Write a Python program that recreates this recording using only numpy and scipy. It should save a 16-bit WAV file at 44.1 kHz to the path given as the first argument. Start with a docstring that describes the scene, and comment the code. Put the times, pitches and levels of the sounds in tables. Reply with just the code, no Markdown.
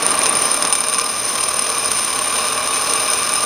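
"""A harsh, ringing rasp: a hand-held piece of steel is pressed on the stone wheel of a bench grinder.
Grit hits the steel in a stream of tiny ticks, harder once per turn because the wheel is not quite round.
The steel rings high, while wheel and bench ring low over the hum of the drive.
Sharp knocks break in where the steel catches, and the workshop adds a short echo."""
import sys
import numpy as np
from scipy import signal
from scipy.io import wavfile
from scipy.ndimage import uniform_filter1d

SR = 44100
rng = np.random.default_rng(int(sys.argv[2]) if len(sys.argv) > 2 else 0)


def unload_wav(signal):
    """Save mono or channel-first audio to the path in sys.argv[1] as 16-bit WAV at rate SR, clipped to [-1, 1]."""
    wavfile.write(
        sys.argv[1],
        SR,
        np.round(np.clip(np.atleast_2d(signal).T, -1, 1) * 32767).astype(np.int16),
    )


N = 152145
T = np.arange(N) / SR


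def amp(db):
    return 10 ** (np.asarray(db) / 20)


def unit_level(x):
    return x / np.sqrt(np.mean(x ** 2) + 1e-20)


def curve(table, column=1):
    rows = np.array(table)
    return np.interp(T, rows[:, 0], rows[:, column])


def colour(x, spectrum):
    """Make each pitch louder or softer, as a table of (f/Hz, level/dB) says."""
    f, db = np.transpose(spectrum)
    hz = np.abs(np.fft.fftfreq(4096, 1 / SR))
    log_gain = np.log(amp(np.interp(np.log(hz + 1), np.log(f + 1), db)))
    response = np.exp(np.conj(signal.hilbert(log_gain)))  # nothing sounds before its cause
    return signal.oaconvolve(x, np.fft.ifft(response).real[:2048])[:N]


def mode(x, hz, width, db):
    """One tone a struck object rings at. It starts softly; the wider it is, the sooner it fades."""
    decay = np.exp(-np.pi * width / SR)
    pole = decay * np.exp(2j * np.pi * hz / SR)
    return 2 * amp(db) * signal.lfilter([(1 - decay) ** 2], [1, -2 * pole, pole ** 2], x).real


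def ring(ticks, modes, spread=0.93):
    """Each tick lands on a new spot, so it stirs each tone by a different amount."""
    return sum(mode(ticks * (1 + spread * rng.standard_normal(N)), *row) for row in modes)


def grit(ticks_per_s=1800, spread_db=3.5, clump_db=0.47):
    """Grains of stone hit the steel: dense ticks of uneven size that come in clumps."""
    smoothing = np.exp(-2 * np.pi * 25 / SR)  # clumps vary mostly below 25 Hz
    clumps = unit_level(signal.lfilter([1], [1, -smoothing], rng.standard_normal(N)))
    size = amp(spread_db * np.minimum(rng.exponential(1, N), 3.4) + clump_db * clumps)
    return unit_level(size * (rng.random(N) < ticks_per_s / SR))


# How the wheel spins: t/s, turning rate/Hz, throb depth/dB
WHEEL_SPIN = [(0, 33.8, 6.5), (.35, 31.6, 1.5), (.62, 37.3, 1.5), (1.0, 34.6, 7), (1.2, 44, -1.5),
              (1.4, 38.8, 5.5), (1.8, 37.2, 1), (2.2, 35, 2), (2.7, 37.8, 2), (3.45, 37, 2.5)]


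def throb_db(high_spot_s=0.731):
    """The wheel's high spot presses harder on the steel once per turn."""
    turns = np.cumsum(curve(WHEEL_SPIN)) / SR
    turns -= np.interp(high_spot_s, T, turns)
    return curve(WHEEL_SPIN, column=2) * np.cos(2 * np.pi * turns)


# How loud the grinding is: t/s, steel level/dB, wheel and bench level/dB
GRIND_LEVELS = [(0, -22.5, -24.5), (.15, -21.5, -23.5), (.3, -23, -24), (.45, -18, -25.5), (.65, -23, -25),
                (.8, -22.5, -26.5), (1.0, -24, -25.5), (1.15, -22, -29), (1.35, -20.5, -26.5),
                (1.55, -22.5, -26.5), (1.8, -20, -25), (2.0, -19.5, -27), (2.2, -21, -25),
                (2.4, -20, -22.5), (2.6, -23, -24), (2.85, -20, -24), (3.1, -19, -23), (3.45, -19.5, -24.5)]
# The tones the steel rings at: f/Hz
STEEL_PITCHES = [5080, 5225, 5950, 6160, 7400, 8780, 8925, 9080, 9230, 9490, 9745, 11555, 11655, 11800,
                 14695, 14920, 15080]
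# The shape of each of those tones: width/Hz, level/dB
STEEL_SHAPES = [(90, -5), (114, -8.5), (434, -13), (100, -9), (37, -19), (460, -40), (91, -4), (238, -2.5),
                (154, 1.16), (290, -30), (30, -6.5), (120, -20.5), (160, -20), (620, -31), (35, -22),
                (270, -21.5), (300, -32)]
# The ticking hiss, with the highest treble cut away above about 15 kHz: f/Hz, level/dB
HISS_SPECTRUM = [(40, -69), (300, -36), (1500, -17.5), (3000, -17), (4600, -18), (7000, -23), (7800, -28),
                 (8500, -23), (10500, -30.5), (12300, -34), (13800, -36), (14400, -34), (15500, -49),
                 (15900, -62), (16500, -76.5)]
# How far that hiss is turned up beside the ringing: t/s, level/dB
HISS_GAIN = [(0, -1), (.8, -1.5), (1.3, 0.5), (1.8, 0), (2.3, 2.6), (2.8, 1.6), (3.45, -0.7)]
HIGH_FROM_HZ, TOP_FROM_HZ = 7000, 10500


def steel(ticks):
    """The ticks make the steel ring high, over their own hiss."""
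    throbbing = unit_level(ticks * amp(throb_db()))
    steady = grit()  # a second patch of grit that does not throb
    modes = [(hz, *shape) for hz, shape in zip(STEEL_PITCHES, STEEL_SHAPES)]
    bands = (0, HIGH_FROM_HZ, 0.41), (HIGH_FROM_HZ, TOP_FROM_HZ, 0), (TOP_FROM_HZ, SR, 0.5)
    ringing = 0
    for low_hz, high_hz, steady_share in bands:
        hits = np.sqrt(1 - steady_share ** 2) * throbbing + steady_share * steady
        ringing += ring(hits, [row for row in modes if low_hz < row[0] < high_hz])
    hiss = amp(curve(HISS_GAIN)) * colour(throbbing, HISS_SPECTRUM)
    return amp(curve(GRIND_LEVELS)) * unit_level(ringing + hiss)


# The tones wheel and bench ring at: f/Hz, width/Hz, level/dB
BENCH_MODES = [(257.3, 45, -16.5), (472, 73, -11), (621, 47, -8), (842, 390, -17.5), (1058.6, 110, -7.5),
               (1136, 117, -4.5), (1197.6, 34, -4), (1441, 500, -17), (2376, 173, -13), (2542, 44, -11),
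               (2770, 410, -20), (3668, 220, -16.5), (3963, 230, -18)]
# The sound of their rumble: f/Hz, level/dB
RUMBLE_SPECTRUM = [(25, -44), (50, -42), (100, -34), (200, -19), (400, -18.5), (800, -16.5), (1600, -22),
                   (3000, -25.5), (6000, -34), (16000, -87)]
# The rumble is fuller at first, while the steel is pressed hard: t/s, level/dB
RUMBLE_LOUDNESS = [(0, -25), (.3, -25), (.5, -26), (.58, -31), (.65, -24), (.74, -35.5), (1.1, -31),
                   (1.5, -32), (2.0, -32.5), (2.5, -33), (3.0, -31.5), (3.45, -33)]


def bench(ticks, grit_share=0.57, throb_share=0.71):
    """Wheel and bench ring low and rumble, shaken by the grit and by the running drive."""
    drive = np.sqrt(1 - grit_share ** 2) * rng.standard_normal(N)
    shake = (grit_share * ticks + drive) * amp(throb_share * throb_db())
    rumble = unit_level(colour(rng.standard_normal(N), RUMBLE_SPECTRUM))
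    ringing = unit_level(ring(shake, BENCH_MODES))
    return amp(curve(GRIND_LEVELS, column=2)) * ringing + amp(curve(RUMBLE_LOUDNESS)) * rumble


# The low tones of the drive: f/Hz, level/dB
DRIVE_TONES = [(37.7, -68.5), (75.4, -54.5), (118.4, -52)]


def hum(waver_db=3.6):
    """The drive hums, each tone wavering a little in loudness."""
    wavers = unit_level(uniform_filter1d(rng.standard_normal((len(DRIVE_TONES), N)), 6000))
    return sum(np.sqrt(2) * amp(db + waver_db * waver) * np.sin(2 * np.pi * (hz * T + rng.random()))
               for (hz, db), waver in zip(DRIVE_TONES, wavers))


def knock_sounds(widening=1.4, top_db=-9, bench_db=-5, rise_s=0.00017):
    """One blow gives a high ring of the steel and a duller crack through steel, wheel and bench."""
    blow = signal.unit_impulse(4096)
    # A hard blow presses the steel into the stone, so its tones widen and fade sooner.
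    tones = {hz: mode(blow, hz, widening * width, db + top_db * (hz > TOP_FROM_HZ))
             for hz, (width, db) in zip(STEEL_PITCHES, STEEL_SHAPES)}
    high = sum(tones[hz] for hz in tones if hz > HIGH_FROM_HZ)
    crack = sum(tones.values()) - high + colour(blow, HISS_SPECTRUM)[:len(blow)]
    crack += amp(bench_db) * sum(mode(blow, *row) for row in BENCH_MODES)
    high *= 1 - np.exp(-T[:len(blow)] / rise_s)
    return high / abs(high).max(), crack / abs(crack).max()


# Each time the steel catches: t/s, high ring level/dB, dull crack level/dB
CATCHES = [(0.0253, -8, -9), (0.0647, -1, -3), (0.0987, -12, -25), (0.1062, -4, -17), (0.1535, -6.5, -16),
           (0.1905, -2.5, -14), (0.2174, -14, -2), (0.2344, -8, -6), (0.2534, -12, -24), (0.2584, -14, 3),
           (0.2654, -6, -4), (0.2897, -8, -10), (0.2944, -1.5, -24), (0.3247, -8, -24),
           (0.3526, -7.5, -5.5), (0.4209, -6.5, -12), (0.4753, -19, -18), (0.5157, -8, -6),
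           (0.5432, -3.5, -5), (0.6245, -4, -1), (0.6509, -15, 0), (0.6729, -8, -6), (0.7262, -1, -1.5),
           (0.7324, -7, -6), (0.7532, -4, -3), (0.8056, -4.5, -6.5), (0.8385, -16, -5), (0.8849, -6, -5),
           (0.9373, -6, -6), (0.9454, -11, -2.5), (0.9687, -15, -13), (0.9914, -17, -11), (0.9974, -23, -1),
           (1.2914, -9, -12), (1.4086, -8, -17), (1.4381, -8, -3.5), (1.4906, -8, -15), (1.5424, -8.5, -14),
           (1.5924, -10, -5), (1.6222, -6.5, -24), (1.701, -9, -6), (1.8455, -11, -12), (1.9165, -7, -0.5),
           (2.4853, -10, -7), (2.6748, -10, -6), (2.7586, -23, -5.5), (2.9361, -5, -2.5), (3.1017, -5, -25),
           (3.1348, -9, -1), (3.2321, -16, -5), (3.2924, -9, -5), (3.3373, -4, -10)]


def knocks(cracks_per_s=90, crack_db=-22.5, spread_db=2.5, scrape_s=0.0017):
    """The steel catches with hard knocks; small cracks fall at random, louder on the high spot."""
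    size = amp(crack_db + spread_db * np.minimum(rng.exponential(1, N), 3) + throb_db())
    crack_hits = size * (rng.random(N) < cracks_per_s / SR) * rng.choice([-1, 1], N)
    high_hits = np.zeros(N)
    for t, high_db, dull_db in CATCHES:
        at = round(t * SR)
        high_hits[at], crack_hits[at] = amp([high_db, dull_db])
    # Every crack trails a short scrape.
    scrape = signal.lfilter([0, 0.05], [1, -np.exp(-1 / SR / scrape_s)], abs(crack_hits))
    crack_hits += scrape * rng.standard_normal(N)
    high, crack = knock_sounds()
    return (signal.oaconvolve(high_hits, high) + signal.oaconvolve(crack_hits, crack))[:N]


def workshop(x, level_db=-13, rise_s=0.012, fade_s=0.28):
    """The room sends back many small echoes that build up and die away."""
    delays = np.arange(100, SR // 2, 22)
    delays += rng.integers(0, 22, len(delays))
    t = delays / SR
    echoes = np.zeros(SR)
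    echoes[delays] = rng.choice([-1., 1.], len(t)) * amp(-60 * t / fade_s) * np.minimum(t / rise_s, 1)
    return amp(level_db) * signal.fftconvolve(x, echoes / np.linalg.norm(echoes))[:N]


def scene():
    """The same grit shakes steel and bench; knocks, echo and hum join them."""
    ticks = grit()
    grinding = steel(ticks) + bench(ticks) + knocks()
    return (grinding + workshop(grinding) + hum())[None]


def record(dry, lowest_hz=28, highest_hz=16500):
    """The deepest bass is dropped, peaks clip at full scale, and treble above 16.5 kHz is cut."""
    bass_cut = signal.butter(3, lowest_hz, "high", fs=SR, output="sos")
    treble_cut = signal.firwin(511, highest_hz, window=("kaiser", 9), fs=SR)
    clipped = np.clip(signal.sosfilt(bass_cut, dry), -1, 1)
    return signal.oaconvolve(clipped, treble_cut[None], "same")


dry = scene()
out = record(dry)
unload_wav(out)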